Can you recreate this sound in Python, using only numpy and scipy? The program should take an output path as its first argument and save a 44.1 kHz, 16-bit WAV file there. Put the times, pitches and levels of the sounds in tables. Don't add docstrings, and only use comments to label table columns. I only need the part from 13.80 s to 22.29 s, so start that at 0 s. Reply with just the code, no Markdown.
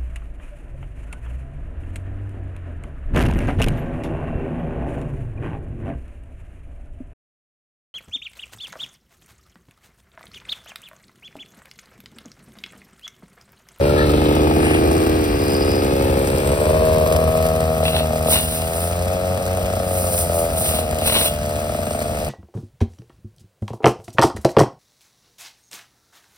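import sys
import numpy as np
from scipy import signal
from scipy.fft import rfft, irfft
from scipy.io import wavfile
from scipy.ndimage import uniform_filter1d, map_coordinates

SR = 44100
rng = np.random.default_rng(int(sys.argv[2]) if len(sys.argv) > 2 else 0)


def generate_wav(signal):
    frames = np.transpose(np.atleast_2d(signal))
    scaled = np.clip(frames, -1, 1) * 32767
    pcm = np.round(scaled).astype(np.int16)
    wavfile.write(sys.argv[1], SR, pcm)


N = 374409
T = np.arange(N) / SR

# time_s, turns_hz
CRANK_SPEED = [(0.0, 68.81), (0.08, 73.0), (0.2, 74.96), (0.4, 74.11), (0.88, 76.8), (1.12, 78.6),
               (1.36, 77.8), (1.44, 75.12), (1.6, 71.8), (2.24, 68.51), (2.48, 68.19), (2.56, 68.68),
               (2.72, 71.35), (2.88, 77.13), (2.96, 78.93), (3.24, 78.54), (3.48, 79.6), (3.88, 79.95),
               (4.32, 78.53), (4.52, 79.4), (4.68, 79.22), (4.88, 81.86), (5.32, 90.7), (5.88, 92.67),
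               (6.16, 90.76), (6.44, 85.39), (6.68, 82.5), (6.92, 78.26), (7.24, 77.47), (7.4, 74.78),
               (7.6, 75.15), (8.48, 75.77)]
# time_s, honk_db, hum_db
EXHAUST_LEVELS = [(0, -23.5, -20.5), (.7, -21.5, -19.5), (1.6, -23.5, -26.5), (2.2, -23.5, -29),
                  (2.65, -22.5, -26), (2.95, -18, -22), (4.1, -23, -24), (5.2, -26.5, -30),
                  (8.49, -28, -33)]
BANG_TIMES_S = [.335, .376, .417, .484, .563, .671, .762, .828, .867, .906, .945, .984, 1.112, 1.264, 4.002,
                4.028, 4.203, 4.305, 4.331, 4.356, 4.457, 4.482, 5.9, 5.932, 5.965, 5.998, 6.107, 6.24,
                6.494, 6.934, 6.985, 7.126, 7.216, 7.893, 7.946, 7.986, 8.066, 8.106, 8.147, 8.213]
# time_s, gain_db
BANG_GAINS = [(1.3, 3.8), (4.3, 4.2), (5.9, 5.8)]
# start_s, length_s, stumble_0_to_1, timing_jitter_ms, turns_per_hard_firing
UNEVEN_SPELLS = [(0.295, 0.95, 0.99, 0.093, 3), (1.905, 1.05, 0.86, 0.11, 3), (3.244, 0.22, 0.88, 0.26, 2),
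                 (4, 0.32, 0.7, 0.08, 2), (5.25, 1.2, 0.8, 0.34, 3), (6.716, 0.77, 0.91, 0.21, 2),
                 (7.872, 0.96, 0.87, 0.17, 3)]
# middle_s, length_s, change_db
EXHAUST_SURGES = [(0.272, .07, -2), (1.5, 0.42, -3.5), (4.503, 0.082, 4), (4.675, 0.27, -6),
                  (6.596, 0.14, 5.5), (7.58, 0.18, -4.5)]
# pitch_hz, q, gain_ratio
TAILPIPE_RINGS = [(544, 104, 1.0), (623, 9.7, 0.81)]
# time_s, level_db
FAN_WHINE = [(0, -21), (.5, -47), (1.6, -54), (2.2, -28.5), (2.6, -40), (3.0, -27.5), (3.6, -32.5),
             (4.1, -64), (5.4, -63), (6.5, -46), (7.6, -33), (8.49, -43)]
# start_s, length_s, level_db, crank_multiple
CRANK_DRONES = [(0.302, 1.11, -26.5, 4), (1.546, 1.07, -34.5, 4), (5.3, 1.05, -32.5, 6), (6.55, .1, -29, 7),
                (7.0, 1.4, -40, 9)]
# pitch_hz, level_db
HUM_SPECTRUM = [(40, -36), (75, -0.5), (92, 6), (155, 2.5), (185, 0.5), (235, 1), (330, -26.5), (410, -6),
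                (600, -54.5)]
# pitch_hz, level_db
BOOM_SPECTRUM = [(120, -39), (210, 5.5), (295, 11), (370, 8.5), (470, 4.5), (550, 6.5), (680, -19),
                 (870, -6), (1100, -24.5), (2500, -110.5)]
# pitch_hz, level_db
HONK_SPECTRUM = [(150, -47), (320, -7), (400, -8), (470, 8.5), (560, 2), (650, 7.5), (720, 4), (790, -1.5),
                 (880, -4.5), (1050, -7), (1300, -5.5), (1550, -32.5), (4000, -43)]
# pitch_hz, level_db
RASP_SPECTRUM = [(600, 4), (1300, 4), (1750, 4.5), (2050, 1.5), (2500, 5.5), (3000, -2), (3600, -3),
                 (5000, -2.5), (8000, -36.5)]
# pitch_hz, level_db
AIR_SPECTRUM = [(2500, 1.5), (4200, -2.5), (5200, -0.5), (6500, -3.5), (8600, 4), (11000, -3.5),
                (13000, -1), (16000, -5)]
# pitch_hz, level_db
LEAF_SPECTRUM = [(1000, -19), (2500, -30), (5000, -3.5), (7000, -3), (9200, 10), (11000, 5.5), (14000, 2.5),
                 (16000, 5.5)]
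# pitch_hz, level_db
STALK_SPECTRUM = [(300, 20), (800, 22), (1500, 15), (1950, 17), (2700, 21), (4000, 27), (5500, -2),
                  (7000, -45), (12000, -46)]
# pitch_hz, level_db
SCOOTER_SPECTRUM = [(38, -23.5), (52, 4.5), (68, 6), (88, 3.5), (125, -0.5), (195, -4), (280, -10.5),
                    (600, -102)]
# time_s, relative_db
SCOOTER_LEVELS = [(0, -14), (3.3, -14), (4.5, -21), (6.5, -18.5), (8.49, -18.5)]
# pitch_hz, relative_db, t60_s
BLADE_MODES = [(1500, -2, .1), (2600, -1, .15), (2702, -4, .28), (2802, -3, .35), (2900, -3, .3),
               (3270, -5, .2), (3400, -1, .22), (3959, -2, .15), (4160, -3, .12), (4997, -5, .12),
               (5658, -2, .1), (9032, -7, .1), (9215, -7, .1)]
# middle_s, length_s, pitch_hz, half_width_hz, glide_hz_per_s, level_db
PASSING_BANDS = [(0.17, 0.49, 1333, 60, -200, -35), (.2, .08, 1760, 70, 2, -29),
                 (0.45, 0.79, 3320, 600, -2300, -36), (0.92, 0.19, 2260, 600, 0, -26),
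                 (0.9, 0.24, 9460, 1170, -0.5, -34.5), (1.83, 0.47, 4930, 189, 98.5, -33.5),
                 (2.68, 0.6, 8390, 402, -200, -34.5), (3.198, 2.9, 12160, 2244, 2.5, -39.5),
                 (8.137, 0.5, 8640, 306, -100, -40)]
# time_s, relative_db
GRIT_TICKS = [(2.4736, -18), (3.273, -17.5), (3.324, -15), (3.363, -13), (3.6643, -17), (4.5585, -19),
              (7.187, -20)]
# middle_s, length_s, leaves_db, stalks_db
GRASS_STROKES = [(4.07, 0.066, -28.5, -27), (4.165, 0.11, -27.5, -26), (4.545, 0.12, -15.5, -22),
                 (4.71, 0.25, -24, -37.5), (5.015, 0.25, -27, -43), (6.253, 0.38, -25, -47),
                 (6.388, 0.11, -21, -40), (6.6, 0.18, -26, -55), (6.801, 0.089, -24, -45),
                 (6.903, 0.22, -21, -30.5), (7.275, 0.026, -20, -30), (7.342, 0.18, -16.5, -21),
                 (7.447, 0.11, -18.5, -34)]
# time_s, level_db
STALK_CHOPS = [(4.053, -19.5), (4.08, -19), (4.556, -21), (6.938, -33), (7.328, -25), (7.456, -18)]
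# pitch_hz, left_minus_right_db
MIC_SHADE = [(200, 0.5), (380, -1.5), (700, 2), (1000, 8), (1300, 7.5), (2400, 2.5), (4400, 1.5),
             (8000, -0.5)]

WALK_M_S, ABREAST_S, ASIDE_M, STOP_M = 0.63, 1.304, 0.857, 1.813
ENGINE_HEIGHT_M, MIC_HEIGHT_M, MIC_SPACING_M = 0.846, 0.673, 0.14
SOUND_M_S = 343
BOOM_DB, BOOM_REACH_M, BOOM_FALL = -20, 1.05, 2.34
RASP_DB, RASP_REACH_M, RASP_FALL = -32, 1.575, 3.7
EVEN_STUMBLE, EVEN_JITTER_MS = .55, .08
SPELL_ATTACK_S, SPELL_RELEASE_S = 0.1, 0.35
BOOM_EARLY_MS, BOOM_JITTER_MS = .95, .3
GAS_SHARE, GAS_MS = .56, 12.
FAN_VANES = 8
DRONE_ATTACK_S, DRONE_RELEASE_S = 0.11, 0.062
IDLE_HZ = 12.45
HISS_DB, BEHIND_DB, IN_FRONT_S = -33.5, -2.5, 1
BAND_FLICKER_DB, BAND_FLICKER_PER_S = 3., 120
RING_WOBBLE_MS, RING_FLUTTER_DB = .04, 3.
STALK_RING_DB, CHOP_RING_DB, CHOP_MS = -9, -5, 6.
TREBLE_LEAD_MS = -.215
TOP_HZ = 15900


def undb(db):
    return 10 ** (np.asarray(db) / 20)


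def unit(x):
    return x / np.sqrt(np.mean(x ** 2))


def curves(table):
    time_s, *columns = np.transpose(table)
    return [np.interp(T, time_s, column) for column in columns]


def noise():
    return rng.standard_normal(N)


def wander(rate_hz):
    return 1.2 * np.interp(T * rate_hz, np.arange(4000), rng.standard_normal(4000))


def held(start_s, length_s, attack_s, release_s):
    attack = np.clip((T - start_s) / attack_s + 1, 0, 1)
    return attack * np.exp(-np.maximum(T - start_s - length_s, 0) / release_s)


def bell(middle_s, length_s):
    return np.exp(-(2 * (T - middle_s) / length_s) ** 2)


def gains_db(spectrum, size):
    hz, db = np.transpose(spectrum)
    bin_hz = np.arange(size // 2 + 1) * SR / size
    return np.interp(np.log(bin_hz + 1), np.log(hz), db)


def colour(x, spectrum, size=8192):
    cepstrum = irfft(np.log(undb(gains_db(spectrum, size))))
    cepstrum[1:size // 2] *= 2
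    cepstrum[size // 2 + 1:] = 0
    body = irfft(np.exp(rfft(cepstrum)))
    return unit(signal.fftconvolve(x, body)[:N])


def delay(x, ms):
    return map_coordinates(x, [np.arange(N) - ms * SR / 1000], order=3)


def strikes(times_s, sizes):
    return np.bincount(np.clip(times_s * SR, 0, N - 1).astype(int), sizes, N)


def fade(x, ms):
    return signal.lfilter([1], [1, -np.exp(-1000 / (ms * SR))], x)


def pair(x, lead_ms):
    return np.array([delay(x, -lead_ms / 2), delay(x, lead_ms / 2)])


def foliage(x, t60_s, size=16384):
    t = np.arange(size) / SR
    decay = undb(-60 * t / t60_s) * (t > .004)
    tails = rng.standard_normal((2, size)) * decay
    return np.array([signal.fftconvolve(x, tail / np.linalg.norm(tail))[:N] for tail in tails])


def crackle(rate_hz, spread_db, tail_ms):
    chance = rng.random((8000, 2))[:int(rate_hz * N / SR)]
    sizes = undb(-spread_db * np.log(.01 + chance[:, 1]))
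    return unit(fade(strikes(chance[:, 0] * N / SR, sizes), tail_ms) * noise())


def walk():
    along_m = np.minimum(WALK_M_S * (T - ABREAST_S), STOP_M)
    distance_m = np.hypot(along_m, ASIDE_M)
    bounced_m = np.hypot(distance_m, ENGINE_HEIGHT_M + MIC_HEIGHT_M)
    direct_m = np.hypot(distance_m, ENGINE_HEIGHT_M - MIC_HEIGHT_M)
    ms_per_m = 1000 / SOUND_M_S
    echo_ms = (bounced_m - direct_m) * ms_per_m
    lead_ms = MIC_SPACING_M * ASIDE_M / distance_m * ms_per_m
    return np.maximum(along_m, 0), echo_ms, lead_ms


def receding(past_m, reach_m, fall):
    return -20 * np.log10(1 + (past_m / reach_m) ** fall)


def stumbling():
    spells = [depth * held(start_s, length_s, SPELL_ATTACK_S, SPELL_RELEASE_S)
              for start_s, length_s, depth, _, _ in UNEVEN_SPELLS]
    return np.maximum(np.max(spells, axis=0), EVEN_STUMBLE)


def crank_turns():
    turns = np.cumsum(curves(CRANK_SPEED)[0]) / SR
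    bang_s = np.array(BANG_TIMES_S)
    bang_phase = np.unwrap(np.interp(bang_s, T, turns) % 1, period=1)
    return turns - uniform_filter1d(np.interp(T, bang_s, bang_phase), size=SR // 4)


def firings(crank, stumble_db=2.5, scatter_db=2.0, slip=.12):
    times_s = np.interp(np.arange(0, crank[-1]), crank, T)
    count = len(times_s)
    chance = rng.standard_normal((1000, 2))[:count]
    slips = rng.random(1000) < slip
    stumble = np.interp(times_s, T, stumbling())
    bang_s = np.array(BANG_TIMES_S)
    bangs = np.argmin(abs(times_s - bang_s[:, None]), axis=1)
    every, jitter_ms = np.full(count, 2), np.full(count, EVEN_JITTER_MS)
    for start_s, length_s, _, spell_jitter_ms, spell_turns in UNEVEN_SPELLS:
        inside = (times_s > start_s) & (times_s < start_s + length_s)
        every[inside], jitter_ms[inside] = round(spell_turns), spell_jitter_ms
    fired, last = np.zeros(count), 0
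    for k in range(count):
        due = k - last >= every[k] + slips[k]
        if k in bangs or (due and k + 1 not in bangs):
            fired[k], last = 1, k
    db = stumble * (stumble_db * fired + scatter_db * chance[:, 0])
    db -= 10 * np.log10(uniform_filter1d(undb(db) ** 2, size=6))
    bang_db = np.interp(bang_s, *np.transpose(BANG_GAINS))
    db[bangs - 1] = db[bangs + 1] = -bang_db
    db[bangs] = bang_db
    boom_ms = stumble * (BOOM_JITTER_MS * chance[:, 1] - BOOM_EARLY_MS * fired)
    return times_s + jitter_ms * chance[:, 1] / 1000, undb(db), times_s + boom_ms / 1000


def disperse(x, ms, corner_hz):
    hz = np.arange(N // 2 + 1) * SR / N
    phase = 2 * np.pi * ms / 1000 * corner_hz * np.exp(-hz / corner_hz)
    return irfft(rfft(x) * np.exp(1j * phase), N)


def exhaust(pulses, turns, blasts, surge_db, past_m, echo_ms, ground):
    honk_db, hum_db = curves(EXHAUST_LEVELS)
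    boom_db = BOOM_DB + receding(past_m, BOOM_REACH_M, BOOM_FALL) + surge_db
    gas = unit(fade(pulses, GAS_MS) * noise())
    puffs = -unit(pulses) + GAS_SHARE * stumbling() ** 2 * gas
    honk = disperse(puffs, ms=8.41, corner_hz=599.0)
    rings = sum(gain * signal.lfilter(*signal.iirpeak(hz, q, fs=SR), honk)
                for hz, q, gain in TAILPIPE_RINGS)
    boom = disperse(-blasts, ms=12.166, corner_hz=509.6)
    parts = [(-turns, HUM_SPECTRUM, hum_db), (boom, BOOM_SPECTRUM, boom_db),
             (-(honk + rings), HONK_SPECTRUM, honk_db + surge_db)]
    out = 0
    for drive, spectrum, db in parts:
        direct = colour(drive, spectrum)
        out = out + unit(direct + ground * delay(direct, echo_ms)) * undb(db)
    return out


def drones(exhaust_sound, crank):
    def tone(multiple):
        spin = np.exp(2j * np.pi * multiple * crank)
        phase = np.angle(signal.fftconvolve(exhaust_sound / spin, np.hanning(SR // 2), "same"))
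        return unit(np.real(spin * np.exp(1j * phase)))
    out = tone(FAN_VANES) * undb(curves(FAN_WHINE)[0])
    for start_s, length_s, db, multiple in CRANK_DRONES:
        envelope = held(start_s, length_s, DRONE_ATTACK_S, DRONE_RELEASE_S)
        out = out + tone(round(multiple)) * undb(db) * envelope
    return out


def rattle(turns, gate):
    knock = irfft(np.exp(2j * np.pi * rng.random(290)))
    clatter = colour(unit(signal.fftconvolve(turns, knock)[:N]), RASP_SPECTRUM)
    return .75 * clatter + .35 * colour(gate * noise(), RASP_SPECTRUM)


def engine(rumble_db=-42, ground=0.45, rasp_ms=6.4, rasp_steady=1.0, port_share=0.8, scatter_db=-17):
    crank = crank_turns()
    times_s, force, boom_times_s = firings(crank)
    past_m, echo_ms, lead_ms = walk()
    surge_db = sum(db * bell(middle_s, length_s) for middle_s, length_s, db in EXHAUST_SURGES)
    pulses, turns = strikes(times_s, force), strikes(times_s, force ** .3)
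    blasts = strikes(boom_times_s, force)
    out = exhaust(pulses, turns, blasts, surge_db, past_m, echo_ms, ground)
    out = out + drones(out, crank)
    gate = unit(unit(fade(pulses, rasp_ms)) + rasp_steady)
    rasp = rattle(turns, gate)
    rasp_gain = undb(RASP_DB + receding(past_m, RASP_REACH_M, RASP_FALL))
    out += (rasp + ground * delay(rasp, echo_ms)) * rasp_gain
    out += colour(gate * noise(), BOOM_SPECTRUM) * stumbling() ** 2 * undb(rumble_db + surge_db)
    air = np.array([colour(gate * noise(), RASP_SPECTRUM) for _ in range(2)])
    stereo = pair(out, lead_ms) + port_share * air * rasp_gain
    throb = unit(fade(pulses, 25.0))
    return stereo + undb(scatter_db) * foliage(out, t60_s=0.29), throb


def scooter(thump_db=-11, drone_db=-12.0):
    cycles = np.cumsum(IDLE_HZ * (1 + 0.0032 * wander(1.453))) / SR
    times_s = np.interp(np.arange(.5, cycles[-1]), cycles, T)
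    pulses = strikes(times_s, np.ones(len(times_s)))
    gas = unit(fade(pulses, 70.) * noise())
    thumps = colour(unit(pulses) + 1.2 * gas, SCOOTER_SPECTRUM)
    drone = unit(np.sin(2 * np.pi * 7 * cycles))
    out = (undb(thump_db) * thumps + undb(drone_db) * drone) * undb(curves(SCOOTER_LEVELS)[0])
    return pair(out, lead_ms=0.4)


def blade_ring(x):
    t = T[:SR // 2]
    steel = sum(undb(db - 60 * t / t60_s) * np.sin(2 * np.pi * hz * t) for hz, db, t60_s in BLADE_MODES)
    ring = signal.fftconvolve(x, steel / np.linalg.norm(steel))[:N]
    spin = np.sin(2 * np.pi * np.cumsum(curves(CRANK_SPEED)[0]) / SR)
    return delay(ring, RING_WOBBLE_MS * spin) * unit(undb(RING_FLUTTER_DB * wander(120)))


def passing_bands(shake):
    hiss, out = noise() + 1j * noise(), 0
    grain = shake * undb(BAND_FLICKER_DB * wander(BAND_FLICKER_PER_S))
    for middle_s, length_s, hz, half_width_hz, glide_hz_per_s, db in PASSING_BANDS:
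        slow = signal.sosfilt(signal.butter(2, half_width_hz, fs=SR, output="sos"), hiss)
        pitch_hz = hz + glide_hz_per_s * (T - middle_s)
        band = np.real(slow * np.exp(2j * np.pi * np.cumsum(pitch_hz) / SR))
        out = out + unit(band * grain) * undb(db) * bell(middle_s, length_s)
    return out


def spinning_blade(throb, throb_share=0.67, gear_share=1.0, ring_db=-49, scatter_db=-9):
    shake = 1 + throb_share * throb
    chatter = unit(noise() * shake) + gear_share * crackle(rate_hz=220, spread_db=3.6, tail_ms=1.5)
    shade_db = BEHIND_DB * np.maximum(1 - T / IN_FRONT_S, 0)
    hiss = colour(chatter, AIR_SPECTRUM) * undb(HISS_DB + shade_db)
    ring = unit(blade_ring(chatter)) * undb(ring_db)
    stereo = pair(hiss + passing_bands(shake) + ring, TREBLE_LEAD_MS)
    return stereo + undb(scatter_db) * foliage(hiss, t60_s=0.0051)


def grit(tick_ms=4.6, tick_db=-4):
    times_s, db = np.transpose(GRIT_TICKS)
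    bursts = fade(strikes(times_s, undb(db + tick_db)), tick_ms)
    return pair(colour(noise(), AIR_SPECTRUM) * bursts, TREBLE_LEAD_MS)


def cutting(chop=0.076, snap_share=0.37, ragged_db=1.5, scatter_db=-11):
    tips = 1 + chop * np.cos(2 * np.pi * np.cumsum(curves(CRANK_SPEED)[0]) / SR)
    tears = crackle(rate_hz=400, spread_db=4., tail_ms=1.2)
    snaps = (noise() + snap_share * tears) * tips * undb(ragged_db * wander(45))
    contact = np.array([bell(middle_s, length_s) for middle_s, length_s, _, _ in GRASS_STROKES])
    shred, bite = undb(np.transpose(GRASS_STROKES)[2:]) @ contact
    leaves = colour(snaps, LEAF_SPECTRUM) * shred
    cracks = crackle(rate_hz=600, spread_db=3.6, tail_ms=2.)
    stalks = colour(cracks, STALK_SPECTRUM) * bite
    stalks = stalks + blade_ring(cracks * bite) * undb(STALK_RING_DB)
    scatter = undb(scatter_db) * foliage(stalks + .5 * leaves, t60_s=0.094)
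    return pair(leaves, TREBLE_LEAD_MS) + pair(stalks, lead_ms=0.14) + scatter


def chops():
    times_s, db = np.transpose(STALK_CHOPS)
    crack = colour(noise(), STALK_SPECTRUM) * fade(strikes(times_s, undb(db)), CHOP_MS)
    return pair(crack + blade_ring(crack) * undb(CHOP_RING_DB), lead_ms=.13)


def scene():
    motor, throb = engine()
    return motor + scooter() + spinning_blade(throb) + grit() + cutting() + chops()


def record(dry):
    shade_db = gains_db(MIC_SHADE, N) * np.array([[.5], [-.5]])
    heard = irfft(rfft(dry) * undb(shade_db), N)
    return signal.sosfilt(signal.ellip(10, .2, 80, TOP_HZ, fs=SR, output="sos"), heard)


dry = scene()
out = record(dry)
generate_wav(out)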